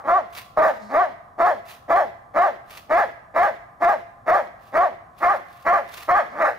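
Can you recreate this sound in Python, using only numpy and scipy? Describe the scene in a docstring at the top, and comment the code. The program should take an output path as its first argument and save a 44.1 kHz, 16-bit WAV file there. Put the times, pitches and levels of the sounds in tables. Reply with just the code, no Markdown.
"""A big dog barks fifteen times at a wooden plank on a concrete patio, with two thin whines between barks.
Vocal-fold pulses and turbulence sound through the throat: each bark starts hoarse, clears as its
pitch arches up, breaks and falls away. The plank scrapes over sand grains and catches on the concrete.
Fences and walls answer over faint outdoor air, and the loud barks drive a limiter."""
import sys
import numpy as np
from scipy import signal
from scipy.fft import rfft, irfft, next_fast_len
from scipy.io import wavfile
from scipy.ndimage import uniform_filter1d, minimum_filter1d

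SR = 44100
rng = np.random.default_rng(int(sys.argv[2]) if len(sys.argv) > 2 else 0)


def to_wav(sig):
    """Store sig (one row per channel, or 1-D mono) as 16-bit WAV at the path in sys.argv[1].

    Samples outside -1..1 are clipped; the rate is SR.
    """
    pcm = np.clip(np.atleast_2d(sig), -1, 1) * 32767
    pcm = np.round(pcm).astype(np.int16)
    wavfile.write(sys.argv[1], SR, pcm.T)  # frames by channels


N = 290178
TIME_S = np.arange(N) / SR
FFT_SIZE = next_fast_len(N + 2 * SR)
FREQ_HZ = np.maximum(np.arange(FFT_SIZE // 2 + 1) * SR / FFT_SIZE, 1)


# Barks: onset t/s, lead-in/s, rise/s, fall/s, onset f/Hz, clear f/Hz, top f/Hz, fall rate/(oct/s),
# added hoarseness/1, level/dB, second resonance/dB, upper resonances/dB, their swell over the rise/dB
BARK_CALLS = [ (.092, 0.059, .078, 0.022, 326.9, 359.8, 403.6, 12.7, 0, 0, 5, -1, -3),
              (.575, 0.012, 0.067, 0.054, 320.2, 311.3, 392, 7.37, 0.38, 3.5, 2.5, -2.5, 5),
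              (.952, .062, 0.064, 0.033, 303.4, 337.1, 401.7, 8.37, 0, 1, 1.5, 1, -1.5),
              (1.403, 0.029, 0.075, 0.042, 341.9, 340.2, 401.1, 9.65, 0.19, 1.5, 0.5, -3.5, 4.5),
              (1.906, 0.029, .079, 0.04, 322.5, 347.4, 396.1, 9.76, 0.16, 2, -1, -2, 2),
              (2.367, 0.033, 0.08, 0.039, 326.6, 349.3, 414, 11.1, .08, 0.5, 2, 0.5, 0.5),
              (2.913, 0.026, 0.089, 0.036, 306.9, 342.3, 450.1, 16.9, 0.12, 0.5, -0.5, 1.5, 4),
              (3.365, .028, 0.09, .032, 321.6, 350.7, 421.9, 13.5, 0.17, 0, 0.5, 2, 1.5),
              (3.827, 0.03, 0.08, 0.034, 342.3, 345.1, 418.7, 12.7, 0.13, 1, -0.5, 1.5, -1.5),
              (4.285, 0.028, 0.075, .040, 304.6, 349.8, 403.7, 10.64, 0.22, 0.5, 1.5, 4.5, -4),
              (4.756, .036, .082, 0.031, 312.7, 348.3, 406.7, 12, .03, 0, 1.5, 3, -5.5),
              (5.233, .035, 0.081, 0.035, 332.5, 358, 424.3, 16, 0.12, -2, 6.5, 6, -3.5),
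              (5.669, .024, 0.084, 0.039, 330.2, 355.8, 407.7, 11.45, 0.2, -0.5, 5.5, 8, -6.5),
              (6.092, .018, 0.083, 0.029, 331.5, 361.5, 424, 15.3, 0.08, 1.5, 5.5, 4, 1.5),
              (6.413, 0.1, .050, 0.043, 334.9, 309, 302, 6.5, .5, -3.5, 3.5, 4, 4.5), ]
# Stages of a bark: roughness/1, then chest/dB, first/dB, second/dB, upper resonances/dB, rasp/dB, lips/dB
# Rows: flutter, pressure builds, hoarse onset, mouth open, clear, break, top, end of fall, closed, slack
BARK_STAGES = [ (.8, -56.5, -44.5, -53.5, -55.5, -69, 15.5), (.8, -37.5, -31, -34.5, -37, -54.5, 1),
               (0.72, -31, -18, -19.5, -29, -48, 9), (0.44, -32.5, -13, -16, -20, -40, 7),
               (0, -41, -11, -20.5, -31, -43.5, 10), (0.29, -36, -20, -17, -24, -45, 0.5),
               (.22, -38, -20.5, -22.5, -27.5, -48.5, -7), (0.19, -58, -23, -37.5, -34.5, -51.5, -2),
               (0.23, -50, -41, -52.5, -53.5, -62.5, -9), (0.06, -58.5, -57, -64.5, -63.5, -62, -9.5), ]
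def bark_motion(close_s=.03, slack_s=.06, glide_s=.0073, lead_pitch_ratio=.75):
    """Pitch arches and drops with fold tension; roughness and resonances pass through the stages."""
    rough, chest, first, second, upper, rasp, lips = np.transpose(BARK_STAGES)
    curves = []
    for (onset_s, lead_s, rise_s, fall_s, onset_hz, clear_hz, top_hz, fall_oct_per_s,
         hoarse, db, second_db, upper_db, swell_db) in BARK_CALLS:
        build_s, open_s = -.26 * lead_s, .234 * rise_s
        clear_s, break_s, end_s = .55 * rise_s, .824 * rise_s, rise_s + fall_s
        stage_s = np.array([-lead_s, build_s, 0, open_s, clear_s, break_s, rise_s,
                            end_s, end_s + close_s, end_s + close_s + slack_s])
        climb_hz = np.interp(stage_s, [-lead_s, 0, clear_s, rise_s],
                             [lead_pitch_ratio * onset_hz, onset_hz, clear_hz, top_hz])
        pitch_hz = climb_hz * 2 ** (-fall_oct_per_s * np.maximum(stage_s - rise_s, 0))
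        bright_db = upper_db + swell_db * np.clip(stage_s / rise_s, 0, 1)
        strain = np.interp(stage_s, [clear_s, break_s, end_s], [.4, 2.1, 1])
        curves.append(np.column_stack([
            onset_s + stage_s, pitch_hz, rough + strain * hoarse, chest + db, first + db,
            second + db + second_db, upper + db + bright_db, rasp + db + bright_db / 2, lips]))
    pitch_hz, rough, *levels_db = in_time(np.vstack(curves))
    return gate(curves), uniform_filter1d(pitch_hz, int(glide_s * SR)), np.clip(rough, 0, 1), *levels_db


def barks(fold_hz=2600, hiss_hz=2300, hiss_db=-2, lip_hz=2200, borders_hz=(460, 950, 1450, 2700)):
    """Fold pulses and pulsed turbulence drive the chest and three throat bands, with a rasp on top."""
    voiced, pitch_hz, rough, chest_db, first_db, second_db, upper_db, rasp_db, lips_db = bark_motion()
    pulses, phase = fold_pulses(pitch_hz, rough)
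    turbulence = rng.standard_normal(N) * (1 + .5 * np.cos(phase))
    source = butter(pulses, fold_hz, "low") + turbulence * 5.5 * (rough ** 1.4 + .03)
    source += from_db(hiss_db) * butter(rng.standard_normal(N), hiss_hz, "high", order=4)
    lip_band = shaped(source, bell(lip_hz, width_hz=300))
    source += (from_db(lips_db) - 1) * lip_band   # closing lips damp the highest resonance
    over_chest, over_first, over_second, over_upper = (1 / (1 + (hz / FREQ_HZ) ** 20) for hz in borders_hz)
    bands = [(1 - over_chest, chest_db), (over_chest - over_first, first_db + 2.5),
             (over_first - over_second, second_db - .5), (over_second - over_upper, upper_db)]
    colour = bark_colour()
    voice = sum(from_db(db) * evened(shaped(source, colour * band)) for band, db in bands)
    rasp = evened(ground_comb(shaped(source, colour * over_upper)))
    return voiced * (voice + from_db(rasp_db - 2) * rasp)


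def fold_pulses(pitch_hz, rough, jitter=.07, quaver=.012, shimmer=.4, subharmonic=.65, harmonics=24):
    """Flow pulses stray in timing and strength as the folds turn rough; alternate ones weaken."""
    shaky_hz = pitch_hz * (1 + jitter * rough * wander(175.1) + quaver * wander(48))
    phase = 2 * np.pi * np.cumsum(shaky_hz) / SR
    pulses = np.sin((harmonics + .5) * phase) / (2 * np.sin(phase / 2)) - .5   # equal harmonics
    strength = 1 + rough * (shimmer * wander(300) + subharmonic * np.cos(phase / 2 + wander(11)))
    return pulses * strength, phase


# Throat and mouth response: f/Hz, level/dB
TRACT_RESPONSE = [(120, -35.5), (220, -11.5), (315, -8), (400, -10.5), (570, 0.5), (690, 4.5), (830, 6.5),
                  (1000, 1), (1170, 9.5), (1450, -5), (1800, -6), (2200, -18.5), (2700, -28),
                  (12000, -39.5)]
# Narrow bands cancelled by ground and wall reflections: f/Hz, width/Hz, level/dB
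REFLECTION_NOTCHES = [(412, 10, -11), (757.5, 22.5, -19), (896, 86, -6.5), (1436, 110, -1.5),
                      (3050, 120, -1), (8450, 1600, -5.5)]
def bark_colour():
    """Throat resonances, notched by nearby reflections; gain per frequency."""
    notches_db = sum(db * bell(hz, width_hz) for hz, width_hz, db in REFLECTION_NOTCHES)
    return from_db(at_hz(TRACT_RESPONSE, FREQ_HZ) + notches_db)


def ground_comb(x, lag_s=.0009, sway=.2, depth=.6):
    """A short, wandering reflection combs the sound as the head moves over the concrete."""
    delay_s = lag_s * (1 + sway * wander(4.5))
    return x + depth * np.interp(TIME_S - delay_s, TIME_S, x)


# Whines, one curve each: t/s, f/Hz, level/dB
WHINE_CURVES = [
    [(.72, 260, -62), (.76, 247, -62), (.83, 208.7, -45.5), (.89, 207, -49.5), (.92, 268, -44),
     (.94, 300.3, -62)],
    [(6.23, 269, -52), (6.27, 253, -64), (6.32, 223, -51), (6.36, 287, -62), (6.39, 310, -58),
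     (6.42, 314, -64)],
]
def whines(overtone_db=-7, hiss_db=-13, jitter=.011):
    """A low, slightly shaky tone through the closed mouth, with a little nasal hiss."""
    pitch_hz, level_db = in_time(np.vstack(WHINE_CURVES))
    phase = 2 * np.pi * np.cumsum(pitch_hz * (1 + jitter * wander(74))) / SR
    tone = np.sin(phase) + from_db(overtone_db) * sum(np.sin(k * phase) / k for k in range(2, 8))
    hiss = unit_rms(butter(rng.standard_normal(N), [3900, 5300], "band", order=1))
    return from_db(level_db) * gate(WHINE_CURVES) * (unit_rms(tone) + from_db(hiss_db) * hiss)


# Plank drags: t/s, hold/s, level/dB
PLANK_DRAGS = [(0.364, 0.027, -43.5), (1.695, 0.036, -49), (2.71, 0.072, -50), (4.618, 0.08, -63),
               (5.196, 0.17, -57.5), (5.487, 0.32, -64), (5.881, 0.023, -63), (5.934, .10, -49.5)]
# Plank catches: t/s, relative level/dB
PLANK_CATCHES = [(0.356, -37.5), (0.384, -28), (2.78, -41), (5.469, -48), (5.627, -51), (5.878, -35.5),
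                 (5.939, -29), (6.009, -31.5), (6.029, -30)]
def plank_force(swell_db_per_s=404.5, fade_db_per_s=297, judder_db=3, catch_db=-18, catch_t60_s=.02):
    """Each drag swells, holds and fades in a judder of tiny slips; each catch is a brief jolt."""
    force = np.zeros(N)
    for start_s, hold_s, db in PLANK_DRAGS:
        before_s, after_s = np.clip(start_s - TIME_S, 0, 1), np.clip(TIME_S - start_s - hold_s, 0, 1)
        force += from_db(db - swell_db_per_s * before_s - fade_db_per_s * after_s)
    force *= from_db(judder_db * wander(50))
    for start_s, db in PLANK_CATCHES:
        age_s = np.clip(TIME_S - start_s, 0, 1)
        force += (TIME_S >= start_s) * from_db(db + catch_db - 60 * age_s / catch_t60_s)
    return force


# Grit spectrum (inner rows played): f/Hz, level/dB
GRIT_SPECTRUM = [(590, -36), (1000, -3), (1150, 0.5), (1260, -3), (2760, -2.5), (3070, -7.5), (3360, -5),
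                 (7990, -19), (10200, -15), (15800, -22)]
def plank_scrape(grains_per_s=2500, grain_db=2.5, low_cut_hz=600, width=.42):
    """Wood on sandy concrete: hiss and grain clicks follow the force on the plank."""
    sizes = from_db(grain_db * np.minimum(rng.exponential(1, (2, N)), 4))
    grains = rng.standard_normal((2, N)) * (.39 + sizes * (rng.random((2, N)) < grains_per_s / SR))
    grit = shaped(grains, from_db(at_hz(GRIT_SPECTRUM[1:-1], FREQ_HZ)))
    mid, side = butter(grit, low_cut_hz, "high")
    treble_rms = np.std(butter(mid, 3400, "high"))
    return plank_force() * stereo(mid, side, width) / treble_rms


# Wall and fence echoes: delay/s, level/dB, left minus right/dB
WALL_ECHOES = [(.0052, -18, 14), (.011, -18, -14), (.019, -20, -10), (.033, -21, 10), (.052, -27, -6),
               (.083, -31, 6)]
# Diffuse scatter: f/Hz, level/dB, t60/s
YARD_SCATTER = [(191, -33, 0.79), (410, -5.5, 0.34), (690, -20.5, 0.46), (1210, -32, 3.15),
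                (2050, -15.5, 0.71), (3500, -9.5, 0.54), (12000, -12, 0.47)]
def yard(x, length_s=1.5, build_s=.027, bands=11):
    """A few distinct echoes, and scatter from fences and trees that dies band by band."""
    t = TIME_S[:int(length_s * SR)]
    response = np.zeros((2, len(t)))
    edges_hz = np.geomspace(120, 16000, bands + 1)
    for low_hz, high_hz in zip(edges_hz, edges_hz[1:]):
        hz = np.sqrt(low_hz * high_hz)
        envelope = from_db(-60 * t / at_hz(YARD_SCATTER, hz, column=2)) * (1 - np.exp(-t / build_s))
        scatter = butter(rng.standard_normal(response.shape), [low_hz, high_hz], "band")
        response += from_db(at_hz(YARD_SCATTER, hz)) * scatter * envelope / np.linalg.norm(envelope)
    for delay_s, db, pan_db in WALL_ECHOES:
        response[:, int(delay_s * SR)] += from_db(db) * panned(pan_db)[:, 0]
    return shaped(x, rfft(response, FFT_SIZE))


def opening_ring(level_db=-37, t60_s=.29, width=.59):
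    """Dying throat-coloured noise: the yard still rings from a bark just before the start."""
    envelope = from_db(level_db - 60 * np.minimum(TIME_S / t60_s, 2))
    return envelope * stereo_noise(TRACT_RESPONSE, width)


# Quiet yard spectrum: f/Hz, relative level/dB
AIR_SPECTRUM = [(15, -46.5), (25, -8.5), (110, 1.5), (307, -10.5), (425, -12), (691, -3), (812, -2),
                (881, -37.5), (1150, -8), (1430, -36), (1780, -36), (2890, -36), (13800, -41),
                (15800, -68.5)]
def outdoor_air(level_db=-54, width=.26):
    """Faint steady rumble and hiss of the neighbourhood."""
    return from_db(level_db) * stereo_noise(AIR_SPECTRUM, width)


# Microphone port balance: f/Hz, left minus right/dB
MIC_BALANCE = [(100, 7.5), (400, 0.5), (700, 2.5), (1000, 0), (1300, -3), (2200, -3.5), (3300, -1.5),
               (6000, 4.5), (8200, 6), (13000, -6), (15500, -11)]
# Microphone port phase: f/Hz, left lead/rad
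MIC_PHASE = [(100, -1.1), (550, -0.29), (1150, -0.98), (1500, -0.72), (2200, -0.95), (3000, -1.46),
             (7000, 1)]
def mic_ports(x):
    """The two microphone ports colour and delay the sound differently."""
    rotation = np.exp(1j * np.array([[.5], [-.5]]) * at_hz(MIC_PHASE, FREQ_HZ))
    return shaped(x, panned(at_hz(MIC_BALANCE, FREQ_HZ)) * rotation)


def from_db(db):
    return 10 ** (np.asarray(db) / 20)


def unit_rms(x):
    return x / np.sqrt(np.mean(x ** 2) + 1e-20)


def in_time(rows):
    """Each column of a curve, sample by sample."""
    times_s, *columns = np.transpose(rows)
    return [np.interp(TIME_S, times_s, column) for column in columns]


def gate(curves, fade_s=.0093):
    """One while a curve lasts, with soft ends."""
    return sum(np.clip(np.minimum(TIME_S - c[0][0], c[-1][0] - TIME_S) / fade_s, 0, 1) for c in curves)


def at_hz(rows, hz, column=1):
    """Table column on a log-frequency axis."""
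    rows = np.array(rows)
    return np.interp(np.log(hz), np.log(rows[:, 0]), rows[:, column])


def bell(hz, width_hz):
    """Gaussian band, peak one."""
    return np.exp(-((FREQ_HZ - hz) / width_hz) ** 2)


def shaped(x, response):
    """Filter by a frequency response."""
    return irfft(rfft(x, FFT_SIZE) * response, FFT_SIZE)[..., :N]


def butter(x, hz, kind, order=2):
    return signal.sosfilt(signal.butter(order, hz, kind, fs=SR, output="sos"), x)


def wander(hz):
    """Random motion up to a given rate, unit RMS."""
    return unit_rms(butter(rng.standard_normal(N), hz, "low"))


def evened(x, window_s=.028):
    """Hold the short-term power at one."""
    size = int(window_s * SR)
    power = uniform_filter1d(uniform_filter1d(x ** 2, size), size)
    return x / np.sqrt(np.abs(power) + 1e-12)


def panned(pan_db):
    """Left and right gains."""
    return from_db(np.array([[.5], [-.5]]) * pan_db)


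def stereo(mid, side, width):
    return mid + width * side * [[1], [-1]]


def stereo_noise(spectrum, width):
    """Coloured noise, unit RMS."""
    mid, side = shaped(rng.standard_normal((2, N)), from_db(at_hz(spectrum, FREQ_HZ)))
    return unit_rms(stereo(mid, side, width))


def limiter(x, ceiling, window_s=.0009):
    """Fast gain dips hold each channel's peaks at the ceiling."""
    size = int(window_s * SR)
    gain = minimum_filter1d(ceiling / np.maximum(np.abs(x), ceiling), 2 * size)
    return x * uniform_filter1d(uniform_filter1d(gain, size), size)


def scene():
    """Dog and plank in the yard."""
    direct = barks() + whines() + plank_scrape()
    return mic_ports(direct + yard(direct) + opening_ring()) + outdoor_air()


def record(dry, asymmetry=.07, thump_hz=110, cutoff_hz=15500):
    """Loud barks hit a slightly lopsided limiter, which leaves a low thump; the top is cut."""
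    limited = limiter(dry, ceiling=.385)
    thump = asymmetry * butter(np.abs(dry - limited), [20, thump_hz], "band", order=1)
    return signal.sosfilt(signal.ellip(10, .1, 80, cutoff_hz, fs=SR, output="sos"), limited + thump)


dry = scene()
out = record(dry)
to_wav(out)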